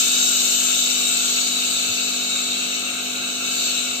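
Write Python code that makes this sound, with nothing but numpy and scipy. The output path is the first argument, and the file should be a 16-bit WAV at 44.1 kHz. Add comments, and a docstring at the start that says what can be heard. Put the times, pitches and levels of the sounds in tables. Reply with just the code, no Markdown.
"""Indoors, close to the microphone, a steam iron rests on its tray and blows off steam.
The turbulent jet hisses through the soleplate holes, sinking with the pressure and surging once near
the end. The gap under the soleplate rings as a cavity, and drops of water spit in it as they flash
to steam. Beneath lie the low rush of boiling, the harmonic buzz of the water pump at mains rate
and one soft, low bump."""
import sys
import numpy as np
from scipy import signal
from scipy.io import wavfile
from scipy.ndimage import uniform_filter1d

SR = 44100
rng = np.random.default_rng(int(sys.argv[2]) if len(sys.argv) > 2 else 0)


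def materialize(psi):
    """Save the field psi as 16-bit PCM at rate SR to the path in sys.argv[1].

    A 1-D psi becomes a single channel; in a 2-D psi each row is a channel.
    """
    bounded = np.clip(np.atleast_2d(psi).T, -1, 1)
    quanta = np.round(bounded * 32767).astype(np.int16)
    wavfile.write(sys.argv[1], SR, quanta)


N = 176400
FRAME, HOP = 4096, 512
T = np.arange(N) / SR
HZ = np.fft.rfftfreq(FRAME, 1 / SR)
FRAME_S = np.arange(N // HOP + 5) * HOP / SR

# Stereo balance of the steam. Each row: frequency in Hz, left minus right in dB.
STEAM_LEAN = [(1000, 5.5), (1600, -1.5), (2400, 1), (3600, 0.5), (4250, 3), (4700, -9), (5600, 9.5),
              (6500, 2), (7500, 8.5), (8400, 6), (9000, -13), (12000, -0.5), (15000, -0.5)]


def amp(db):
    """Amplitude ratio: a factor of ten for every 20 dB."""
    return 10 ** (np.asarray(db) / 20)


def unit_rms(x):
    """Normalisation to a root-mean-square value of 1."""
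    return x / np.sqrt(np.mean(x ** 2) + 1e-20)


def spectrum(points):
    """Interpolation of a table at every bin, on a logarithmic frequency axis."""
    hz, value = np.transpose(points)
    return np.interp(np.log(HZ + 1), np.log(hz + 1), value)


def pan(db):
    """Level-difference stereo: left and right gains that lie db apart."""
    return amp(np.array([db, -db]) / 2)


def drift(axis, rate):
    """Superposed sines of random phase wander with rms 1, at up to rate cycles per unit of the axis."""
    rates = rate * np.geomspace(1 / 10, 1, num=24)
    return unit_rms(sum(np.sin(2 * np.pi * (f * axis + rng.random())) for f in rates))


def turbulence(colour_db, lean_db, patch_db=0, flicker_db=0, swell_db=0):
    """Turbulent noise, partly coherent in stereo, of rms 1: eddies lift brief patches of its spectrum."""
    # Likeness of left and right. Each row: frequency in Hz, coherence from 0 to 1.
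    likeness = [(60, 0.11), (170, 1), (300, 0.94), (700, 0.94), (1200, 0.39), (4000, 0.25), (8000, 0.31),
                (15000, 0.18)]
    coherence = spectrum(likeness)[:, None]
    left_re, left_im, other_re, other_im, eddies = rng.standard_normal((len(FRAME_S), len(HZ), 5)).T
    eddies = uniform_filter1d(eddies, size=8, axis=0)  # across frequency
    eddies = unit_rms(uniform_filter1d(eddies, size=20, axis=1))  # across time
    # The left port hears first; nearby reflections scatter the phase, but long waves reach both alike.
    lead_s, path_spread_s, scatter_from_hz = .00012, .002, 1200
    scatter_rad = 2 * np.minimum(HZ / scatter_from_hz, 1) ** 2 * drift(HZ, path_spread_s)
    lag_rad = 2 * np.pi * HZ * lead_s + scatter_rad
    left = left_re + 1j * left_im
    incoherent = np.sqrt(1 - coherence ** 2) * (other_re + 1j * other_im)
    right = coherence * np.exp(-1j * lag_rad)[:, None] * left + incoherent
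    gain = amp(colour_db[:, None] + patch_db * eddies + swell_db)
    spectra = np.array([left, right]) * gain * pan(lean_db)[:, :, None]
    noise = signal.istft(spectra, nperseg=FRAME, noverlap=FRAME - HOP)[1][:, :N]
    flicker = amp(flicker_db * np.interp(T, FRAME_S, drift(FRAME_S, rate=32)))
    return unit_rms(flicker * noise)


def pressure_db():
    """Pressure drives the jet: its strength in dB about the mean, frame by frame."""
    # Strength of the jet. Each row: time in seconds, relative level in dB.
    strength = [(0, -21.5), (.7, -23), (.8, -23.5), (1.3, -23.5), (1.5, -25), (1.75, -25), (2.1, -27),
                (2.55, -27), (2.9, -28.5), (3.4, -28.5), (3.52, -26), (3.66, -25), (3.8, -26.5), (4, -29)]
    level = np.interp(FRAME_S, *np.transpose(strength))
    return level - level.mean()


def resonance_db(swell, hz, width_hz):
    """A broad resonance grows and fades: its lift in dB for each bin and frame."""
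    band = 1 / (1 + (2 * (HZ - hz) / width_hz) ** 4)
    return np.outer(band, np.interp(FRAME_S, *np.transpose(swell)))


def standing_waves_db():
    """Standing waves in the room comb the spectrum into fine, steady peaks and dips."""
    return 3.5 * np.clip(rng.standard_normal(len(HZ)), -2, 2)


def jet():
    """Jet noise: steam excites the resonances of the soleplate holes, brighter at high pressure."""
    # Spectrum of the hiss. Each row: frequency in Hz, relative spectral density in dB.
    hiss = [(1000, -28), (2000, -19.5), (2500, -29), (3020, -0.5), (3220, -9), (3450, -3.5), (3620, 2.5),
            (4050, -1), (4500, -2), (4830, -16.5), (4950, -11.5), (5300, -11), (5700, -6), (5960, -12.5),
            (6200, -0.5), (6750, -2), (7070, -2.5), (7480, -0.5), (7720, -8), (7950, -0.5), (8130, -10),
            (8440, -2.5), (8680, -20), (9450, -29), (9900, -58), (11400, -35.5), (11680, -16), (12300, -14),
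            (12680, -22), (13050, -12), (14100, -16.5), (15100, -19.5), (15500, -28)]
    # Narrow resonances of the steam holes. Each row: frequency in Hz, width in Hz, lift in dB.
    holes = [(2915, 25, 4), (3005, 25, 4), (3080, 22, 5), (3698, 32, 4.5), (3772, 28, 6), (3861, 52, 6),
             (3999, 26, 5), (4142, 25, 3), (4700, 60, 4), (5660, 130, 3), (6390, 35, 4), (6610, 30, 6),
             (6900, 70, 4), (7270, 35, 3), (7390, 30, 6), (7467, 25, 4), (7610, 50, 6), (7839, 26, 7),
             (7891, 26, 7), (8280, 70, 5)]
    # Swells of the main resonance and of the one above it. Each row: time in seconds, lift in dB.
    main_swell = [(0, -2), (.14, 0), (.44, -0.5), (.63, -4), (.82, 2), (1.2, -2), (1.8, 0), (1.95, -1.5),
                  (2.3, 0.3), (2.6, -.5), (2.85, -2.5), (3.55, -0.5), (3.77, 0.3), (4, 0.5)]
    upper_swell = [(0, -1.5), (1.05, -1.2), (1.4, 2.5), (1.95, 3), (2.55, 1), (2.9, -3.5), (3.4, -3),
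                   (3.69, 6), (3.75, -5), (4, -4)]
    holes_db = sum(db / (1 + (2 * (HZ - hz) / width) ** 2) for hz, width, db in holes)
    colour = spectrum(hiss) + standing_waves_db() + holes_db
    follow = np.where(HZ > 4630, 1.52, 1)[:, None]  # the treble follows the pressure more steeply
    swell = follow * pressure_db()
    swell += resonance_db(main_swell, hz=3800, width_hz=480)
    swell += resonance_db(upper_swell, hz=4390, width_hz=530)
    noise = turbulence(colour, spectrum(STEAM_LEAN), patch_db=2.5, flicker_db=0.29, swell_db=swell)
    return amp(-21) * noise


def gap():
    """Cavity resonance: wet steam sputters in the hollow between soleplate and tray."""
    # Hollow ring of the gap. Each row: frequency in Hz, relative spectral density in dB.
    cavity = [(600, -36), (1000, -26), (1200, -10), (1370, -4), (1600, -11.5), (1850, -26), (2130, -14),
              (2270, -3.5), (2400, -7), (2620, 3), (2780, 1), (3100, -19), (3200, -22), (3400, -15.5),
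              (3800, -2.5), (4400, -7), (5000, -38), (8000, -44)]
    colour = spectrum(cavity) + standing_waves_db()
    swell = 0.24 * pressure_db()
    noise = turbulence(colour, spectrum(STEAM_LEAN), patch_db=1.62, flicker_db=0.9, swell_db=swell)
    return amp(-29) * noise


def boiling():
    """Broadband noise from boiling water and the room makes a low, fluttering rush."""
    # Spectrum of the rush. Each row: frequency in Hz, relative spectral density in dB.
    rush = [(20, -30), (45, -37), (90, -3.5), (140, -4.5), (210, 3), (280, 1.5), (370, 3), (480, -0.2),
            (620, -3), (800, -5), (1050, -2), (1600, -25), (4000, -47)]
    # Its stereo balance. Each row: frequency in Hz, left minus right in dB.
    lean = [(30, 1), (80, 5), (150, 0), (300, -1), (550, 3), (1000, 2.5)]
    return amp(-45) * turbulence(spectrum(rush), spectrum(lean), patch_db=1.5, flicker_db=0.8)


def pump():
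    """Forced vibration: the piston strokes at mains rate and the housing radiates its harmonics."""
    # The buzz. Each row: multiple of the stroke rate, rms level in dB, left minus right in dB.
    harmonics = [(2, -66.5, 2), (3, -68, -12), (4, -53, 11), (5, -41, -3.5), (6, -57.5, 17.5), (7, -65, 10),
                 (8, -58, 16.5), (9, -52.5, 0), (10, -66, 10), (11, -58.5, 19), (12, -67.5, -1),
                 (13, -56, -4.5), (14, -49.5, 6), (15, -63, 4), (16, -67.5, -25), (17, -67.5, -16),
                 (19, -72.5, -24)]
    stroke_hz, jitter_cycles, waver_db = 50.02, 0.00085, 0.67
    strokes = stroke_hz * T + jitter_cycles * drift(T, rate=7.4)
    coarse_s = T[::HOP]
    buzz = np.zeros((2, N))
    for multiple, db, lean_db in harmonics:
        level = amp(db + waver_db * np.interp(T, coarse_s, drift(coarse_s, rate=9)))
        tone = np.sqrt(2) * np.sin(2 * np.pi * (multiple * strokes + rng.random()))
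        buzz += pan(lean_db)[:, None] * level * tone
    return buzz


def spits():
    """Flash evaporation: each drop sends a brief puff through the strongest resonance of the gap."""
    # Drops spitting in the gap. Each row: time of the peak in seconds, level there in dB.
    drops = [(.69, -42), (.74, -27.5), (1.38, -28.5), (1.65, -28), (1.76, -31), (1.99, -29.5), (2.17, -44),
             (2.625, -27.5), (2.73, -30), (2.89, -27), (3.77, -30)]
    ring_hz, width_hz, sigma_s = 2700, 320, 0.012
    colour = -20 * np.log10(1 + (2 * (HZ - ring_hz) / width_hz) ** 2)
    puffs = sum(amp(db) * np.exp(-.5 * ((T - peak_s) / sigma_s) ** 2) for peak_s, db in drops)
    return puffs * turbulence(colour, spectrum(STEAM_LEAN))


def bump():
    """A damped oscillation: one soft, low thud swells and dies within a few cycles."""
    start_s, rise_s, hz = 1.888, 0.018, 108
    age = np.maximum(T - start_s, 0)
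    envelope = (age / rise_s * np.exp(1 - age / rise_s)) ** 2
    return amp(-39.5) * envelope * np.sin(2 * np.pi * hz * age)


def scene():
    """Superposition: the sound pressures of steam, water, pump and bump add."""
    return jet() + gap() + boiling() + pump() + spits() + bump()


def record(dry):
    """Band limiting: a linear-phase low-pass filter removes the highest treble."""
    edge_hz = 15500
    lowpass = signal.firwin(511, edge_hz, window=("kaiser", 9), fs=SR)
    return signal.oaconvolve(dry, lowpass[None], "same")


dry = scene()
out = record(dry)
materialize(out)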